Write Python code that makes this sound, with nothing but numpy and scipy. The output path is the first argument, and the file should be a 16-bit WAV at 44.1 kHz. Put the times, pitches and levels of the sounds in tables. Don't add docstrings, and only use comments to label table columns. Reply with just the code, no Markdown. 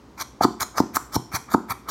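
import sys
import numpy as np
from scipy import signal
from scipy.fft import rfft, irfft
from scipy.io import wavfile
from scipy.ndimage import uniform_filter1d, minimum_filter1d

SR = 44100
rng = np.random.default_rng(int(sys.argv[2]) if len(sys.argv) > 2 else 0)


def transcribe(u):
    v = np.clip(np.atleast_2d(u).T, -1, 1)
    q = np.round(v * 32767).astype(np.int16)
    wavfile.write(sys.argv[1], SR, q)


N = 83790

# (frequency [Hz], gain [dB])
HISS_SPECTRUM = [(2800, -17), (3300, -4), (3900, -1), (4500, 3.5), (5100, -2.5), (5700, 3.5), (7400, -2.5),
                 (8500, -15), (11000, -29)]
# (time [s], pitch [Hz], peak [dB], rise [ms], spray [dB])
FILM_POPS = [ (.4110, 777, -7, 1.97, -50), (0.4462, 1210, -7.5, 1.13, -33), (0.451, 972, -4.5, 1.02, -47),
             (0.7823, 1020, -5, 0.39, -34.5), (0.789, 1250, -14, 0.8, -50), (.8028, 920, -7.5, 1.22, -27.5),
             (0.9693, 1147, -4.5, 0.79, -32), (1.1645, 917, -11, 1.45, -43),
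             (1.5403, 1220, -14.5, 1.9, -30), (1.5443, 1350, -9.5, 1.36, -52), (1.5476, 935, -5, 1.4, -56),
             (1.7214, 1205, -18, 1.05, -49)]
# (frequency [Hz], gain [dB])
OUTFLOW_SPECTRUM = [(150, -7.5), (330, -12), (530, -10), (880, -4.5), (1250, 5), (1750, -13.5), (2300, -13),
                    (2700, -42), (4000, -62)]


def undb(db):
    return 10 ** (np.asarray(db) / 20)


def unit(x):
    return x / np.sqrt(np.mean(x ** 2))


def colour(x, spectrum):
    hz, db = np.array(spectrum, float).T
    bins_hz = np.maximum(np.fft.rfftfreq(len(x), 1 / SR), 1)
    return irfft(rfft(x) * undb(np.interp(np.log(bins_hz), np.log(hz), db)), len(x))


def air(spectrum):
    return unit(colour(rng.standard_normal(N), spectrum))


def butter(x, hz, kind):
    return signal.sosfilt(signal.butter(2, hz, kind, fs=SR, output="sos"), x)


def bursts(t, events, shape, glide_per_s=0):
    out = np.zeros(N)
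    for at_s, hz, peak_db, rise_ms, *_ in events:
        age = t - at_s
        growth = np.maximum(1 + age / (rise_ms * 1e-3), 0)
        swing = np.sin(2 * np.pi * hz * age * (1 + glide_per_s * age / 2))
        out += undb(peak_db) * (growth * np.exp(1 - growth)) ** shape * swing
    return out


def background(level_db=-47.5):
    # (frequency [Hz], gain [dB])
    floor_spectrum = [(25, -46), (40, -37), (57, 7.5), (85, -8.5), (122, -1.5), (160, -10), (220, -4),
                      (360, -6.5), (550, -17), (1050, -15.5), (1700, -25.5), (2900, -33), (4500, -32),
                      (6500, -34.5), (9000, -42.5), (16000, -49)]
    return undb(level_db) * air(floor_spectrum)


def froth(bubbles_per_s=2800, low_hz=3000, high_hz=16000, decay_cycles=16):
    age = np.arange(1024) / SR
    out = np.zeros(N + len(age))
    for when, pitch, weakness in rng.random((int(bubbles_per_s * N / SR), 3)):
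        hz = low_hz * (high_hz / low_hz) ** pitch
        cycles, start = hz * age, int(when * N)
        ping = np.sin(2 * np.pi * cycles) * np.exp(-cycles / decay_cycles)
        out[start:start + len(age)] += undb(-2.5 * np.log(.04 + weakness)) * hz * ping
    return unit(out[:N])


def wet_nozzle(x, spectrum, ripple_db=2.8, step_hz=260):
    grid_hz = np.arange(1, 80) * step_hz
    gains_db = ripple_db * rng.standard_normal(len(grid_hz)) * np.minimum(grid_hz / 4000, 1)
    return unit(colour(colour(x, spectrum), np.c_[grid_hz, gains_db]))


def whistle(age, rise_s, hold_s, hz, glide_per_s=1.5, width_hz=450, build_db=9):
    pitch_hz = hz * (1 + glide_per_s * np.clip(age - rise_s, -rise_s, hold_s))
    waver = butter(rng.standard_normal(N) + 1j * rng.standard_normal(N), width_hz / 2, "low")
    tone = unit(np.real(waver * np.exp(2j * np.pi * np.cumsum(pitch_hz) / SR)))
    return tone * undb(np.interp(age, [0, rise_s + hold_s], [-build_db, 0]))


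def puffs(t, strokes, body_spectrum, onset_s=0.003, cutoff_s=0.0032, sputter_db=2.4, rumble_db=-48.5):
    # (frequency [Hz], gain [dB])
    fizz_spectrum = [(6000, -110), (8200, -7), (9600, 0), (10500, -4), (11400, 3.5), (13000, 2.5),
                     (14200, -0.5), (15500, -6.5)]
    rumble_spectrum = [(25, -39), (60, -3), (110, 8.5), (170, -9), (300, -14), (800, -72)]
    out, bubbles = np.zeros(N), froth()
    for start_s, rise_s, hold_s, swell_db, sag_db, body_db, hiss_db, fizz_db, hz, whistle_db in strokes:
        age = t - start_s
        flow_db = np.interp(age, [0, rise_s, rise_s + hold_s], [-swell_db, 0, -sag_db])
        gate = np.exp(np.minimum(age, 0) / onset_s - np.maximum(age - rise_s - hold_s, 0) / cutoff_s)
        flutter = unit(butter(rng.standard_normal(N), 220, "low"))
        sputter = unit(undb(sputter_db * flutter))
        bright = undb(whistle_db) * whistle(age, rise_s, hold_s, hz)
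        frothy_air = bubbles + rng.standard_normal(N)
        bright += undb(hiss_db) * wet_nozzle(frothy_air, HISS_SPECTRUM)
        bright += undb(fizz_db) * wet_nozzle(frothy_air, fizz_spectrum)
        hollow = undb(body_db) * air(body_spectrum) + undb(rumble_db) * air(rumble_spectrum)
        out += gate * sputter * (undb(flow_db) * bright + undb(0.61 * flow_db) * hollow)
    return out


def intakes(t):
    # (start [s], rise [s], hold [s], swell [dB], sag [dB], body [dB], hiss [dB], fizz [dB],
    #  whistle [Hz], whistle [dB])
    strokes = [ (0.178, 0.036, .010, 19.2, 1.5, -29, -29.5, -36, 5816, -32.5),
               (.598, .007, .027, 25.3, 0.73, -25.5, -29, -27.5, 6500, -26),
               (0.937, .019, 0.014, 29, 1.7, -26.5, -27, -24.5, 7540, -32.5),
               (1.32, 0.033, 0.018, 26.6, 10.5, -23, -25, -26.5, 5550, -41),
               (1.688, 0.021, 0.015, 23, 6.2, -25, -33, -30.5, 4450, -40)]
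    # (frequency [Hz], gain [dB])
    inflow_spectrum = [(150, -20.5), (330, -12.5), (530, -21.5), (900, -1.5), (1300, 0.5), (1750, -11.5),
                       (2350, -6), (2700, -24), (4000, -78)]
    return puffs(t, strokes, inflow_spectrum)


def gurgles(t):
    # (time [s], half-width [s], level [dB])
    murmurs = [(0.411, 0.004, -28), (0.755, 0.012, -39.5), (1.12, 0.0085, -47), (1.491, 0.0094, -40),
               (1.520, .003, -30), (1.87, 0.012, -45.5)]
    envelope = sum(undb(db) * np.exp(-((t - at_s) / width_s) ** 2) for at_s, width_s, db in murmurs)
    return air(OUTFLOW_SPECTRUM) * envelope


def thumps(t):
    # (time [s], pitch [Hz], peak [dB], rise [ms])
    blobs = [(0.4109, 238, -13, 1.23), (.4470, 285, -17, 5.7), (0.452, 308, -3.5, 2.5),
             (.8045, 278, -4, 1.9), (0.97, 324, -22.5, 1.26), (1.159, 237, -19, 4.2),
             (1.1655, 265, -9, 1.35), (1.1667, 134, -9.5, 2.2), (1.543, 266, -17, 5),
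             (1.5480, 285, -4, 2.22)]
    return bursts(t, blobs, shape=1.78)


def pops(t):
    return bursts(t, FILM_POPS, shape=1.53, glide_per_s=5.2)


def sprays(t, width_s=.0015):
    envelope = sum(undb(db) * np.exp(-((t - at_s) / width_s) ** 2) for at_s, *_, db in FILM_POPS)
    return air(HISS_SPECTRUM) * envelope


def squeezes(t):
    # (start [s], rise [s], hold [s], swell [dB], sag [dB], body [dB], hiss [dB], fizz [dB],
    #  whistle [Hz], whistle [dB])
    strokes = [ (0.415, 0.018, .014, 11.5, -1.5, -21.5, -28.5, -36, 4500, -25.5),
               (0.755, 0.029, 0.02, 26.5, 9, -24, -27, -33.5, 5020, -25.5),
               (1.124, 0.031, 0.0077, 20.5, 1.5, -29, -28.5, -30.5, 5480, -26.5),
               (1.501, 0.04, .007, 21, 12, -28.5, -31.5, -32.5, 4600, -34),
               (1.873, 0.02, 0.021, 36.5, 7, -26, -29.5, -33, 5970, -54)]
    return puffs(t, strokes, OUTFLOW_SPECTRUM)


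def wall_flexes(t):
    # (time [s], pitch [Hz], peak [dB], rise [ms])
    flexes = [(0.613, 104, -46, 6.3), (0.951, 91, -28.5, 4.7), (1.342, 104.4, -20, 3.7),
              (1.705, 110, -27, 4.5)]
    return bursts(t, flexes, shape=2.3)


def ring(t, x):
    # (frequency [Hz], relative level [dB], t60 [s])
    modes = [(124.9, -31, 0.18), (193.4, -41, 0.39), (222.8, -34.5, 0.34), (306, -74, 0.12),
             (330, -55, 0.44), (366.5, -59, 0.19), (600, -77, .2), (723, -36, 0.27), (926.5, -46, 0.05),
             (1050, -37, 0.17), (1240, -76, .22), (1340, -86, 0.15), (1918, -56, 0.33), (2177, -49, 0.24),
             (4160, -59, 0.23), (4150, -73, .3), (5473, -55, 1), (5960, -42, 0.14), (6602, -58, 0.39),
             (7017, -53, 0.54)]
    response = sum(undb(db) * np.sin(2 * np.pi * hz * t) * undb(-60 * t / t60) for hz, db, t60 in modes)
    return signal.fftconvolve(x, response)[:N] / 20


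def echoes(t, x, top_hz=1620):
    # (delay [s], level [dB])
    reflections = [(.011, -20.5), (0.033, -22.5), (.039, -28), (.057, -29)]
    dull = butter(x, top_hz, "low")
    return sum(undb(db) * np.interp(t - delay_s, t, dull, left=0) for delay_s, db in reflections)


def room(t, x, build_s=0.002, early_s=0.002, early_db=-9.5):
    # (frequency [Hz], gain [dB])
    tail_spectrum = [(60, -28), (150, -18), (300, -11.5), (520, -15.5), (1100, -14.5), (1700, -14.5),
                     (2400, -10), (3300, -7.5), (4500, -16), (5550, -9.5), (6400, -13), (7300, -7.5),
                     (9000, -10), (15000, -20)]
    noise = colour(rng.standard_normal(N), tail_spectrum)
    low = colour(noise, [(1000, 0), (3000, -30)])
    high = colour(noise, [(6500, -30), (10000, 0)])
    tail = 0
    for band, t60_s in (low, 0.43), (noise - low - high, 0.43), (high, 0.33):
        fade = undb(-60 * t / t60_s) * (1 - np.exp(-t / build_s))
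        tail += band * fade / np.linalg.norm(fade)
    early = rng.standard_normal(N) * np.exp(-t / early_s) * (1 - np.exp(-t / early_s))
    return signal.fftconvolve(x, tail + undb(early_db) * early / np.linalg.norm(early))[:N]


def scene():
    # (frequency [Hz], gain [dB])
    nozzle_notch = [(2450, -0.5), (2750, -10), (2980, 0.5), (3300, -2)]
    t = np.arange(N) / SR
    nozzle = squeezes(t) + intakes(t) + gurgles(t) + sprays(t)
    bottle = colour(nozzle, nozzle_notch) + thumps(t) + pops(t) + wall_flexes(t)
    return (bottle + ring(t, bottle) + echoes(t, bottle) + room(t, bottle) + background())[None]


def record(dry, low_cut_hz=45, ceiling=.97, top_hz=15900):
    x = butter(butter(dry, low_cut_hz, "high"), low_cut_hz, "high")
    held_gain = minimum_filter1d(ceiling / np.maximum(abs(x), ceiling), size=260)
    limited = x * uniform_filter1d(held_gain, size=220)
    return signal.sosfilt(signal.ellip(10, .1, 90, top_hz, fs=SR, output="sos"), limited)


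dry = scene()
out = record(dry)
transcribe(out)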